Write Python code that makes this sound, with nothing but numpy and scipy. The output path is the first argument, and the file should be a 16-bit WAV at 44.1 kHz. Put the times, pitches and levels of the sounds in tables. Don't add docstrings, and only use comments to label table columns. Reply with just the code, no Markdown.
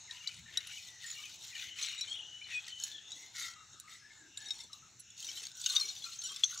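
import sys
import numpy as np
from scipy import signal
from scipy.fft import rfft, irfft
from scipy.io import wavfile
from scipy.ndimage import uniform_filter1d

SR = 44100
rng = np.random.default_rng(int(sys.argv[2]) if len(sys.argv) > 2 else 0)


def wav_out(sig):
    wavfile.write(sys.argv[1], SR, np.round(np.clip(np.atleast_2d(sig).T, -1, 1) * 32767).astype(np.int16))


N = 291060

LUMP_SCATTER, LUMP_SCATTER_DB = 0.068, 7
LESSER_GROWTH = 0.78
ROUGH_DB, HARD_DB, SOFT_DB = 4, -8, -30
BOUNCE_S, BOUNCE_DB = 0.011, -8.5
HOLLOW_HZ, HOLLOW_DEPTH = 5020, 0.52
# (frequency [Hz], level re high ring [dB], t60 [s])
WEAK_RINGS = [(5750, -13.5, 0.035), (7130, -11, 0.041), (8220, -13.5, 0.024)]
# (frequency [Hz], relative level [dB], t60 [s])
KNOCK_MODES = [(750, -52, 0.049), (1144, -43.5, 0.058), (1480, -37.5, 0.042), (1600, -43.5, 0.079),
               (2100, -38, 0.043), (2450, -43, .05)]
# (time [s], level [dB], low ring [Hz], its t60 [s],
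# high ring [Hz], its level re low ring [dB], its t60 [s], relative snap level [dB])
CLINKS = [(0.11, -23, 3870, 0.027, 5380, -8, 0.023, -25),
          (0.2738, -16.5, 3970, 0.044, 4540, -2, 0.031, -23.5),
          (.573, -11, 3866, 0.045, 5680, -5.5, 0.018, -15), (0.605, -37, 4030, 0.031, 5740, -1, 0.036, -20),
          (0.6714, -34.5, 3800, 0.064, 7200, -18, 0.024, 3),
          (.8839, -39.5, 3610, 0.091, 7240, -8, 0.03, -23), (1.064, -38, 7660, 0.07, 7000, 3, 0.17, -7),
          (1.1044, -47.5, 3930, 0.031, 6920, 14.5, 0.13, -6),
          (1.254, -42, 3900, 0.035, 6120, 5, 0.069, -17), (1.787, -36, 4100, 0.11, 6400, 2, 0.069, -24),
          (1.826, -21.5, 4150, 0.034, 6256, -2, 0.068, -14), (1.8936, -33.5, 3710, 0.39, 6540, 3, 0.1, -24),
          (1.9789, -29.5, 3830, 0.07, 7000, -9, 0.082, -28),
          (2.01, -23.5, 3940, 0.13, 5630, 1.5, 0.061, -19), (2.098, -36, 3340, 0.087, 6600, 1, 0.034, -33),
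          (2.5033, -38, 3500, 0.097, 6350, 0, 0.052, -26), (2.682, -29, 4600, 0.018, 5230, 1, 0.012, -16),
          (2.7997, -35.5, 4660, 0.013, 6410, 8, 0.053, -26),
          (2.8371, -24, 4140, 0.037, 6750, 7, 0.059, -1.5),
          (2.9158, -29, 3500, 0.039, 6900, -10.5, 0.13, -31),
          (3.0784, -39, 3600, 0.062, 5480, -6, .04, -23), (3.105, -43, 3700, .03, 6690, 0, .03, -20),
          (3.118, -29.5, 3840, 0.099, 6920, 2.5, 0.019, -20), (3.356, -37, 4000, 0.023, 6600, 1, .03, -10),
          (3.385, -35, 4500, .04, 6550, -2, .04, -1), (3.397, -32, 3960, .03, 6570, 6.5, 0.022, -2),
          (3.536, -39.5, 4000, 0.033, 6630, 0, 0.017, -17), (3.732, -47, 3750, 0.15, 6600, 9.5, 0.051, -26),
          (3.799, -38.5, 3870, 0.073, 7240, 11, 0.046, 9.5),
          (4.3736, -23.5, 3820, 0.021, 7140, -3.5, 0.04, -15.5),
          (4.4588, -37, 3750, 0.12, 5910, -2.5, 0.062, -27), (4.486, -32, 3830, 0.15, 5450, 3, 0.072, -31),
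          (4.5063, -19.5, 3740, 0.079, 5450, -7, 0.073, -19),
          (4.6019, -36, 3630, 0.06, 5450, 2, 0.071, -12), (4.731, -34, 3910, 0.049, 5470, 5, 0.015, -11),
          (4.996, -50.5, 4120, 0.054, 5870, 6, 0.051, 14),
          (5.103, -47.5, 3450, 0.082, 6860, 10.5, 0.035, -13), (5.178, -38, 4860, 0.033, 6840, 0, .04, -16),
          (5.203, -38, 4770, 0.057, 6860, 1, 0.11, -18), (5.227, -33, 3150, 0.056, 6500, 0, 0.063, -3),
          (5.245, -31, 3770, 0.033, 6070, 0, 0.046, -6), (5.268, -34.5, 3640, 0.027, 5970, 7, 0.05, -26),
          (5.275, -41, 3670, 0.026, 5900, 7, 0.27, -24), (5.288, -26, 3015, 0.025, 5560, -6.5, 0.17, -30),
          (5.314, -33, 3240, 0.034, 6700, -4, 0.022, -22), (5.329, -34, 3860, 0.052, 5960, -9, .03, -15),
          (5.3733, -29, 3110, 0.051, 5450, -6.5, 0.071, -28), (5.402, -36, 4350, 0.054, 6100, 1, .03, -15),
          (5.425, -54, 4300, .03, 8630, 8.5, 0.1, -18), (5.437, -29.5, 4530, 0.025, 6160, -9, .06, -22),
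          (5.452, -34.5, 3240, 0.026, 6570, 2, 0.051, -13),
          (5.4687, -21, 4400, 0.0089, 5000, -7, 0.009, -29), (5.516, -35, 3590, 0.026, 5330, 1, 0.036, -18),
          (5.552, -47, 3720, .033, 5750, 12, 0.043, -14), (5.576, -49, 3670, 0.033, 5830, 15, 0.089, -10),
          (5.614, -34.5, 6140, 0.03, 7900, 6, 0.029, -9), (5.633, -38, 3650, .04, 6120, -6, .03, -13),
          (5.661, -11.5, 3750, 0.024, 6440, 0, 0.036, -29),
          (5.664, -20.5, 2920, 0.041, 5300, 4, 0.023, -25),
          (5.694, -33, 2950, 0.056, 6960, -13, 0.018, -20), (5.698, -18, 4190, 0.093, 6320, -14, 0.08, -14),
          (5.7035, -24, 3700, 0.16, 6440, 2, 0.063, -20), (5.7515, -23, 3500, 0.036, 6070, 4.5, 0.043, -20),
          (5.7565, -20, 4600, 0.055, 5950, 2, 0.036, -28), (5.7636, -8, 3696, 0.11, 5980, -8.5, 0.089, -26),
          (5.799, -22.5, 4360, 0.034, 5550, 0, 0.1, -25), (5.81, -19, 4200, 0.13, 5820, -6, 0.061, -12),
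          (5.851, -40, 4300, 0.041, 5730, 10.5, 0.073, -20), (5.887, -25, 4250, 0.099, 5750, -4, 0.11, -26),
          (5.901, -27, 3774, 0.072, 4250, -13, 0.05, -27),
          (5.963, -36.5, 3500, 0.058, 5950, -0.5, 0.09, -15), (5.997, -39, 3720, .15, 5950, -10, .05, -25),
          (6.022, -33, 3400, 0.1, 5950, -11, 0.084, -22), (6.041, -23.5, 4150, 0.12, 5970, -9.5, 0.17, -31),
          (6.118, -37, 4170, 0.12, 6500, -5, 0.034, -18), (6.1584, -43, 5900, 0.055, 6300, 9, 0.066, -34),
          (6.1883, -43, 4070, 0.039, 6350, 14, 0.1, -8), (6.218, -33, 3900, 0.056, 5500, 1.5, 0.076, -32),
          (6.238, -37.5, 3016, 0.18, 7130, 7, 0.093, 3), (6.236, -41, 3930, 0.11, 5780, 8, .1, -25),
          (6.247, -41, 3930, .1, 5750, 9, 0.26, -20), (6.294, -31, 3200, 0.055, 5530, -2, .05, -25),
          (6.318, -39, 3200, 0.14, 7300, 0, .1, 3), (6.3614, -29, 3500, 0.055, 5490, 5, 0.018, -16),
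          (6.368, -31, 3570, 0.036, 5280, -9, .02, -20), (6.436, -3, 3395, 0.034, 6800, -34, 0.018, -30),
          (6.44, -18, 5900, 0.13, 6355, 3.5, 0.11, -28), (6.49, -41, 5850, .15, 6360, 7, 0.17, -25),
          (6.545, -49, 3200, 0.044, 6380, 12, .08, -22), (6.576, -28, 5750, 0.099, 7170, 1, 0.059, -23)]
def clinks(rise_s=0.00036):
    out, t = np.zeros(N + 7000), np.arange(5000) / SR
    short = t[:1500]
    chances = rng.random((len(CLINKS), 5, 16, 1))
    snaps = butter(rng.standard_normal((len(CLINKS), len(short))), 1, [6000, 12000], "band")
    rebounds = rng.random((len(CLINKS), 3, 2))
    uneven = np.resize(drift(94), N + len(t))
    for row, chance, snap, bounces in zip(CLINKS, chances, snaps, rebounds):
        s, blow_db, low_hz, low_t60, high_hz, high_db, high_t60, snap_db = row
        place, phase, weakness, detune, strength = chance
        tuning = 1 + LUMP_SCATTER * (2 * detune - 1)
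        scatter_db = LUMP_SCATTER_DB * (2 * strength - 1)
        hit = 0.34 * (mode(low_hz, low_t60, t) + from_db(high_db) * mode(high_hz, high_t60, t))
        onset = hit[:len(short)]
        for (hz, db, t60), tune, offset_db in zip(WEAK_RINGS, tuning, scatter_db):
            onset += 0.34 * from_db(high_db + db + offset_db) * mode(hz * tune, t60, short)
        knock_db = (LESSER_GROWTH - 1) * (blow_db + 31)
        for (hz, db, t60), tune, offset_db in zip(KNOCK_MODES, tuning[3:], scatter_db[3:]):
            onset += from_db(knock_db + db + offset_db) * mode(hz * tune, t60, short)
        lesser_hz = 2400 * 3.3 ** place
        lesser_db = -9.5 + (LESSER_GROWTH - 1) * (blow_db + 54.5)
        lesser_gain = from_db(lesser_db - 12 * weakness - 17 * np.abs(np.log2(lesser_hz / 4500)))
        lesser = lesser_gain * np.sin(2 * np.pi * (lesser_hz * short + phase))
        onset += lesser.sum(axis=0) * decay(min(0.03, low_t60), short)
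        onset += from_db(snap_db - 8.5) * snap * decay(0.014, short)
        glassy_hz = 7310 * (11180 / 7310) ** detune[-6:]
        onset += from_db(snap_db - 21.5) * mode(glassy_hz, 0.048, short).sum(axis=0)
        hit *= from_db(blow_db) * (1 - np.exp(-t / rise_s))
        at = round(s * SR)
        softness = ramp(blow_db, HARD_DB, SOFT_DB)
        contact = (uneven[at:at + len(t)] - uneven[at]) * (1 - np.exp(-t / 0.004))
        hit *= from_db(ROUGH_DB * softness * contact)
        out[at:at + len(t)] += hit
        for lag, weak in bounces:
            later = at + round((0.000911 + BOUNCE_S * lag) * SR)
            out[later:later + len(t)] += from_db(BOUNCE_DB - 23 * weak - 5 * lag) * hit
    out = butter(out[:N] + 1e-18, 2, 800, "high")
    return out - HOLLOW_DEPTH * signal.lfilter(*signal.iirpeak(HOLLOW_HZ, 8, fs=SR), out)


# (time [s], length [s], scuff level [dB], rattle level [dB], hollow body re scuff [dB])
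HAND_MOVES = [(0.108, 0.089, -70.5, -57, 15.5), (0.24, 0.17, -72, -51, 13), (0.492, 0.24, -73, -65, 21.5),
              (0.677, 0.26, -68, -50.5, 0), (1.012, 0.19, -63.5, -51, 7.5), (1.188, 0.22, -67.5, -56, 1.5),
              (1.418, 0.11, -64, -49, 4), (1.563, 0.12, -61.5, -56, 13), (1.772, 0.15, -60, -41.5, 15.5),
              (1.966, 0.21, -78.5, -46.5, 24.5), (2.488, 0.1, -70, -47, 21.5),
              (2.648, 0.073, -71.5, -47, 19.5), (2.799, 0.12, -62.5, -46.5, 3),
              (3.118, 0.17, -71, -52.5, -17), (3.354, 0.13, -57, -43, -5), (3.89, 0.066, -68.5, -51, -32),
              (4.106, 0.025, -92, -56, 5), (4.385, 0.21, -74, -46.5, -2), (4.603, 0.035, -68, -49, 3),
              (4.74, 0.0063, -62.5, -74, -9), (5.186, 0.17, -60.5, -59, -35), (5.36, 0.12, -62, -54, 4.5),
              (5.568, 0.11, -58.5, -53, -34), (5.664, 0.16, -54, -44.5, 1.5),
              (5.839, 0.16, -61.5, -51, -13), (6.035, 0.14, -63, -48.5, -6),
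              (6.221, 0.095, -61.5, -44.5, -23), (6.325, 0.22, -64.5, -69, 5), (6.52, 0.18, -65, -59, -17)]
def hand_moves(grip_s=0.061, let_go_s=0.12):
    t, gains = np.arange(N) / SR, np.zeros((3, N))
    for s, length, scuff_db, rattle_db, body_db in HAND_MOVES:
        fade = np.clip(np.minimum((t - s) / grip_s, (s + length - t) / let_go_s) + 0.5, 0, 1)
        gains += fade * from_db([[scuff_db], [rattle_db], [scuff_db + body_db]])
    return gains


# (frequency [Hz], relative level [dB], t60 [s])
HEAP_MODES = [(3200, -9, 0.34), (3500, 1, 0.078), (3750, 2.5, 0.11), (4180, -5.5, 0.31), (4350, 6.5, 0.061),
              (4200, -16, 0.034), (5450, -2, 0.1), (5750, -3, 0.23), (5950, -0.5, 0.057),
              (6900, 6.5, 0.035), (7200, -3, 0.15), (7850, 5.5, 0.043), (8520, -2.5, 0.052),
              (9290, -7.5, 0.073)]
def rattle(gain):
    knocks = gain * grains(per_s=600 * from_db(5 * drift(25)), spread_db=2.4)
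    dealt = rng.integers(0, len(HEAP_MODES), N)
    rings = sum(from_db(db) * ring(knocks * (dealt == k), hz, t60)
                for k, (hz, db, t60) in enumerate(HEAP_MODES))
    return from_db(-5) * np.linalg.norm(gain) * rings / np.linalg.norm(rings)


# (frequency [Hz], relative density [dB])
SCUFF_SPECTRUM = [(410, -52), (700, -43), (1160, -18), (1410, -11), (1650, -14), (1850, -7), (2080, -2.5),
                  (2460, -4), (3680, 7.5), (5020, 2), (6680, 8), (8650, -8), (11500, -12), (15500, -11)]
def scuff(gain, body_gain):
    grit = grains(per_s=5000, spread_db=2.5) * from_db(3 * drift(82))
    rub = from_db(12.5) * mottled(coloured(grit, SCUFF_SPECTRUM), 4, width_hz=260, last_s=0.039)
    body = signal.sosfiltfilt(signal.butter(3, 2800, fs=SR, output="sos"), rub)
    return gain * (rub - body) + body_gain * body


def chips(per_s, cycles, count=24):
    ticks = grains(per_s=per_s * from_db(5 * drift(32)), spread_db=3)
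    dealt = rng.integers(0, count, N)
    rings = sum(ring(ticks * (dealt == k), hz, cycles / hz) * np.sqrt(hz)
                for k, hz in enumerate(np.geomspace(2600, 13000, count)))
    return coloured(rings, SCUFF_SPECTRUM)


# (frequency [Hz], relative density [dB])
SIZZLE_SPECTRUM = [(3000, -28), (7000, -18), (10000, -18), (15500, -2)]
# (time [s], level [dB])
TWIG_SNAPS = [(.573, -26), (0.672, -42), (2.0113, -28), (2.681, -34), (2.801, -42), (3.801, -49),
              (4.3726, -41), (5.227, -41), (5.268, -40), (5.378, -43), (5.437, -35), (5.4688, -36.5),
              (5.661, -25), (5.7565, -32), (5.887, -38), (5.9634, -45), (6.361, -38), (6.436, -34)]
def crackle(snap_t60_s=0.008, sizzle_db=-91):
    t, bursts = np.arange(600) / SR, np.zeros(N + 600)
    for s, db in TWIG_SNAPS:
        at = round(s * SR)
        bursts[at:at + len(t)] += from_db(db) * decay(snap_t60_s, t) * rng.standard_normal(len(t))
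    snaps = butter(bursts[:N] + 1e-18, 2, [2800, 8000], "band")
    sizzle = coloured(grains(per_s=1500 * from_db(6 * drift(8)), spread_db=3), SIZZLE_SPECTRUM)
    return snaps + from_db(sizzle_db) * mottled(sizzle, 4, width_hz=500, last_s=0.04)


# (time [s], level [dB])
GROUND_THUDS = [(3.165, -66), (3.741, -64.5), (4.644, -65), (5.419, -64.5), (6.31, -66)]
def thuds(t60_s=0.091):
    t = np.arange(N) / SR
    dull = rms_one(butter(rng.standard_normal(N), 2, [150, 500], "band"))
    return dull * sum((t > s) * from_db(db) * decay(t60_s, np.clip(t - s, 0, 1))
                      for s, db in GROUND_THUDS)


# (frequency [Hz], relative density [dB])
FLAME_SPECTRUM = [(15, -47), (25, -27), (32, -18), (78, 2.5), (108, 6), (236, -6), (307, -26), (500, -32.5),
                  (650, -77), (1100, -120)]
# (time [s], half width [s], rise [dB])
FLARES = [(0.425, 0.1, 13.5), (0.702, 0.048, 3.5), (1.689, 0.024, 6), (3.73, 0.038, 5.5), (4.85, 0.062, 5)]
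def flame(steady_db=-74):
    t = np.arange(N) / SR
    flare_db = sum(db * np.exp(-((t - s) / width) ** 2) for s, width, db in FLARES)
    gain = from_db(steady_db + flare_db + 0.26 * drift(7.7))
    return gain * coloured(rng.standard_normal(N), FLAME_SPECTRUM)


# (time [s], pitch [Hz], level [dB])
NEAR_WHISTLE = [(2.235, 2983, -62), (2.27, 2958, -51), (2.35, 2954, -50.5), (2.44, 3014, -49.5),
                (2.485, 2940, -56), (2.505, 2850, -54), (2.53, 2550, -45), (2.555, 2484, -37),
                (2.585, 2490, -37.5), (2.598, 2530, -45), (2.606, 2430, -76)]
def whistle(firm_db=-47, shaky_db=-52):
    t = np.arange(N) / SR
    hz, level_db = in_time(NEAR_WHISTLE)
    shake = 0.55 * ramp(level_db, firm_db, shaky_db)
    sounding = (t > NEAR_WHISTLE[0][0]) & (t < NEAR_WHISTLE[-1][0])
    waver = drift(70) + 1j * drift(60)
    carrier = np.exp(2j * np.pi * np.cumsum(hz) / SR) * (1 - shake + shake * waver)
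    return sounding * np.sqrt(2) * from_db(level_db) * carrier.imag


TRILL_PER_S, TRILL_DEPTH, HELD_DEPTH, BLIP_FALL = 31, 0.43, 0.057, 0.12
WAVER_HZ, RASP_HZ, CHIRP_BLUR = 65, 181, 0.68
WOOD_T60_S, WOOD_DB, HOOT_HZ = 0.53, -3.5, 313
# (delay [s], length [s], start pitch [Hz], end pitch [Hz], relative level [dB])
PHRASE = [(0, 0.0237, 2490, 1910, 0), (0.016, 0.033, 1904, 1805, 6.5), (0.107, 0.027, 2780, 2880, -11),
          (0.125, 0.031, 2920, 2800, 5), (0.149, 0.015, 2210, 2370, 2), (0.155, 0.026, 2780, 2940, 7),
          (0.165, 0.036, 2230, 2300, 1.5), (0.186, 0.015, 2910, 2920, 10.5),
          (0.206, 0.025, 2250, 2320, 1.5), (0.214, 0.021, 3010, 2980, 11.5),
          (0.223, 0.032, 2790, 2440, 6.5)]
# (time [s], level [dB])
PHRASE_STARTS = [(0.073, -66.5), (0.549, -67.5), (1.02, -66)]
# (time [s], length [s], start pitch [Hz], end pitch [Hz], level [dB])
CHIRPS = [(1.528, 0.018, 2570, 2350, -55), (1.545, 0.017, 2950, 2950, -53), (1.558, 0.015, 2630, 2300, -59),
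          (1.586, 0.017, 3000, 2450, -54), (1.784, 0.012, 2720, 2410, -53),
          (2.073, 0.023, 3010, 3130, -57.5), (2.103, 0.025, 3150, 3290, -48.5),
          (2.125, 0.011, 2990, 3280, -49), (2.136, 0.016, 3200, 3600, -53.5),
          (2.153, 0.03, 2780, 3047, -53.5), (2.17, 0.017, 3200, 3390, -49.5),
          (2.187, 0.02, 2700, 3006, -48), (2.202, 0.013, 3260, 3030, -51), (2.219, 0.021, 2644, 2904, -48),
          (2.412, 0.02, 2180, 2450, -57.5), (2.677, 0.013, 2090, 1900, -54)]
TRILLS = [(1.612, 0.2, 2954, 3000, -55.5), (1.617, 0.086, 1954, 2100, -57.5),
          (1.765, 0.29, 2400, 2404, -62), (1.789, 0.2, 3230, 2890, -56), (2.491, 0.11, 1900, 1904, -63.5),
          (2.499, 0.12, 3500, 3370, -58), (2.909, 0.091, 3750, 3295, -52.5), (3.024, 0.17, 3500, 3445, -62),
          (3.16, 0.12, 1980, 2088, -64.5), (3.343, 0.15, 1900, 1964, -57.5), (3.341, 0.14, 2180, 2137, -57),
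          (3.34, 0.16, 1476, 1370, -62), (3.87, 0.1, 2180, 2100, -66), (3.871, 0.11, 1950, 1970, -67.5),
          (4.42, 0.15, 2060, 2210, -68.5), (5.699, 0.12, 1150, 1196, -60.5)]
FAR_CALLS = [(0.454, 0.047, 1845, 1800, -67), (0.787, 0.38, 2074, 1915, -71.5),
             (1.499, 0.085, 2270, 1825, -65.5), (2.438, 0.019, 4380, 4000, -57.5),
             (2.615, 0.042, 2446, 2510, -77), (2.675, 0.2, 3080, 3010, -58.5),
             (2.8, 0.24, 1623, 1773, -70.5), (3.5, 0.038, 1408, 1410, -72), (3.558, 0.097, 1240, 1290, -68),
             (3.755, 0.037, 1210, 1290, -72), (3.834, 0.12, 1162, 1318, -70.5),
             (4.007, 0.12, 1664, 1730, -69.5), (4.1, 0.026, 2020, 2150, -70),
             (4.167, 0.12, 1830, 1600, -73.5), (4.358, 0.14, 1623, 1732, -66.5),
             (4.403, 0.11, 966, 791, -80.5), (4.568, 0.1, 940, 916, -81), (4.595, 0.037, 2010, 2210, -68),
             (4.695, 0.089, 1278, 1163, -73), (4.822, 0.066, 1358, 1280, -71),
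             (5.276, 0.044, 2260, 2340, -65.5), (5.65, 0.074, 1480, 1497, -65.5),
             (1.18, 0.066, 1220, 1170, -75), (0.114, .06, 1020, 975, -78), (3.551, 0.14, 2780, 2760, -80),
             (5.5, 0.155, 1520, 1505, -74.5), (5.81, 0.054, 2300, 2260, -63.5),
             (5.75, 0.083, 760, 750, -82), (6.055, 0.025, 2490, 2440, -64), (6.04, 0.055, 1180, 1144, -77),
             (6.22, 0.11, 1350, 1557, -72), (6.51, 0.14, 1180, 1180, -71.5),
             (5.837, 0.059, 401, 395, -76.5), (6.045, 0.055, 1400, 1325, -64),
             (6.284, 0.05, 1197, 1164, -65.5), (6.51, 0.058, 1410, 1430, -61.5),
             (6.512, 0.017, 2030, 2060, -69)]
# (time [s], length [s], level [dB])
HOOTS = [(3.155, 0.02, -72.5), (3.383, 0.084, -81.5), (4.199, .13, -78), (4.437, 0.081, -81)]
def birds():
    sung = [(s + lag, length, start_hz, end_hz, db + part_db)
            for s, db in PHRASE_STARTS for lag, length, start_hz, end_hz, part_db in PHRASE]
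    hoots = [(s, length, HOOT_HZ, HOOT_HZ, db) for s, length, db in HOOTS]
    notes = [(*row, 0, CHIRP_BLUR) for row in sung + CHIRPS]
    notes += [(*row, TRILL_DEPTH, 1) for row in TRILLS]
    notes += [(*row, HELD_DEPTH, 1) for row in FAR_CALLS + hoots]
    direct, to_trees = np.zeros((2, N + SR))
    waver, rasp = [(drift(hz) + 1j * drift(hz)) / np.sqrt(2) for hz in (WAVER_HZ, RASP_HZ)]
    for s, length, start_hz, end_hz, level_db, trill, blur_share in notes:
        at, progress = round(s * SR), np.linspace(0, 1, round(length * SR))
        span = slice(at, at + len(progress))
        beat = TRILL_PER_S * progress * length
        hz = end_hz + (start_hz - end_hz) * (1 - progress) ** 2.516
        hz *= 1 + BLIP_FALL * trill * (0.5 - beat % 1)
        hoarse = blur_share * (0.64 + 0.28 * trill)
        blur = np.resize((1 - trill) * waver[span] + trill * rasp[span], len(progress))
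        carrier = np.exp(2j * np.pi * np.cumsum(hz) / SR) * (1 - hoarse + hoarse * blur)
        swell = np.sin(np.pi * progress) ** 0.26 * (1 - trill * np.cos(np.pi * beat) ** 2)
        edge = ramp(np.minimum(progress, 1 - progress) * length, 0, 0.005)
        note = from_db(level_db + 14) * edge * swell * carrier.imag
        direct[span] += note
        to_trees[span] += (0.64 + 0.41 * (1 - blur_share)) * note
    near = whistle()
    direct[:N] += near
    to_trees[:N] += 0.12 * near
    t = np.arange(SR // 2) / SR
    echo = rng.standard_normal(len(t)) * decay(WOOD_T60_S, t) * (t > 0.008)
    return direct[:N] + from_db(WOOD_DB) * signal.fftconvolve(to_trees, echo / np.linalg.norm(echo))[:N]


# (frequency [Hz], relative density [dB])
HISS_SPECTRUM = [(180, -22.5), (300, -7.5), (553, -15), (700, -10.5), (864, -7), (1130, -14.5), (1440, -6),
                 (2490, -8.5), (2750, -1.5), (3140, -9.5), (3830, 1), (4500, -4), (4850, -11.5),
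                 (5200, -1.5), (5510, 0), (6710, 3.5), (7800, -5.5), (8600, -17.5), (9500, -21.5),
                 (15600, -69)]
# (time [s], level [dB])
HISS_LEVEL = [(0, -52.5), (.27, -58.5), (2.0, -56.5), (2.85, -57.5), (4.3, -59.5), (5.11, -60.5),
              (5.3, -53.5), (5.7, -59.5), (6.6, -57)]
def background_hiss():
    gain = from_db(in_time(HISS_LEVEL)[0])
    first, second = [coloured(rng.standard_normal(N), HISS_SPECTRUM) for _ in range(2)]
    return gain * mottled(first, 3.2, width_hz=400, last_s=0.09), gain * second


def from_db(db):
    return 10 ** (np.asarray(db) / 20)


def rms_one(x):
    return x / np.sqrt(np.mean(x ** 2) + 1e-20)


def ramp(x, start, end):
    return np.clip((x - start) / (end - start), 0, 1)


def decay(t60, t):
    return from_db(-60 * t / t60)


def mode(hz, t60, t):
    return np.sin(2 * np.pi * hz * t) * decay(t60, t)


def ring(clicks, hz, t60):
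    r, w = decay(t60, 1 / SR), 2 * np.pi * hz / SR
    return signal.lfilter([0, np.sin(w)], [1, -2 * r * np.cos(w), r * r], clicks + 1e-18)


def butter(x, order, hz, kind):
    return signal.sosfilt(signal.butter(order, hz, kind, fs=SR, output="sos"), x)


def grains(per_s, spread_db):
    sizes = from_db(spread_db * np.minimum(rng.exponential(1, N), 5)) * rng.choice([-1, 1], N)
    return sizes * (rng.random(N) < per_s / SR)


def drift(hz):
    r = np.exp(-80 * np.pi * hz / SR)
    slow = signal.lfilter([1], [1, -2 * r, r * r], rng.standard_normal(N // 40 + 2002))[2000:]
    return np.interp(np.arange(N) / 40, np.arange(len(slow)), rms_one(slow))


def in_time(rows):
    s, *columns = np.transpose(rows)
    return [np.interp(np.arange(N) / SR, s, c) for c in columns]


def bin_gains(spectrum):
    hz, level_db = np.transpose(spectrum)
    bin_hz = np.maximum(np.fft.rfftfreq(N, 1 / SR), 1)
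    return from_db(np.interp(np.log(bin_hz), np.log(hz), level_db))


def coloured(x, spectrum):
    return rms_one(irfft(rfft(x) * bin_gains(spectrum), N))


def mottled(x, spread_db, width_hz, last_s):
    bins = signal.stft(x, nperseg=512)[2]
    field = rng.standard_normal(bins.shape)
    for axis, size in enumerate((width_hz * 512 / SR, last_s * SR / 256)):
        for _ in range(2):
            field = uniform_filter1d(field, size=max(round(size), 1), axis=axis)
    return rms_one(signal.istft(bins * from_db(spread_db * rms_one(field)), nperseg=512)[1][:N])


# (frequency [Hz], gain [dB])
GROUND_DIPS = [(60, -2), (3100, 0.5), (3300, -2), (3500, -1), (4500, -1), (4800, -3), (5150, -0.5),
               (5400, -1.5), (16000, -2)]
def scene():
    scuff_gain, rattle_gain, body_gain = hand_moves()
    rumble, side_rumble = flame(), flame()
    hiss, side_hiss = background_hiss()
    side_scuff = scuff_gain * coloured(rng.standard_normal(N), SCUFF_SPECTRUM)
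    side = from_db(-26) * side_rumble + from_db(-17.5) * side_hiss + from_db(-8) * side_scuff
    loose_chips = from_db(8) * scuff_gain * chips(per_s=830, cycles=610)
    dry_cracks = from_db(-10.5) * rattle_gain * chips(per_s=260, cycles=14)
    noises = hiss + scuff(scuff_gain, body_gain) + loose_chips + dry_cracks + rattle(rattle_gain)
    hollowed = irfft(rfft(noises) * bin_gains(GROUND_DIPS), N)
    middle = rumble + hollowed + birds() + clinks() + crackle() + thuds()
    return middle + side * [[1], [-1]]


# (frequency [Hz], left minus right [dB])
PORT_BALANCE = [(60, -4), (92, 4), (140, 3.5), (210, 4), (330, 4), (500, 3.5), (770, 3.5), (1170, 8),
                (1790, 4.5), (2740, 4.5), (4190, 5), (6410, 1.5), (9810, -22), (15000, 4)]
def record(dry):
    noise_db, cutoff_hz = -79.5, 16050
    ratio = bin_gains(PORT_BALANCE)
    ports = irfft(rfft(dry) * [2 * ratio / (1 + ratio), 2 / (1 + ratio)], N)
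    ports += from_db(noise_db) * rng.standard_normal((2, N))
    return signal.sosfilt(signal.cheby2(20, 60, cutoff_hz, fs=SR, output="sos"), ports)


dry = scene()
out = record(dry)
wav_out(out)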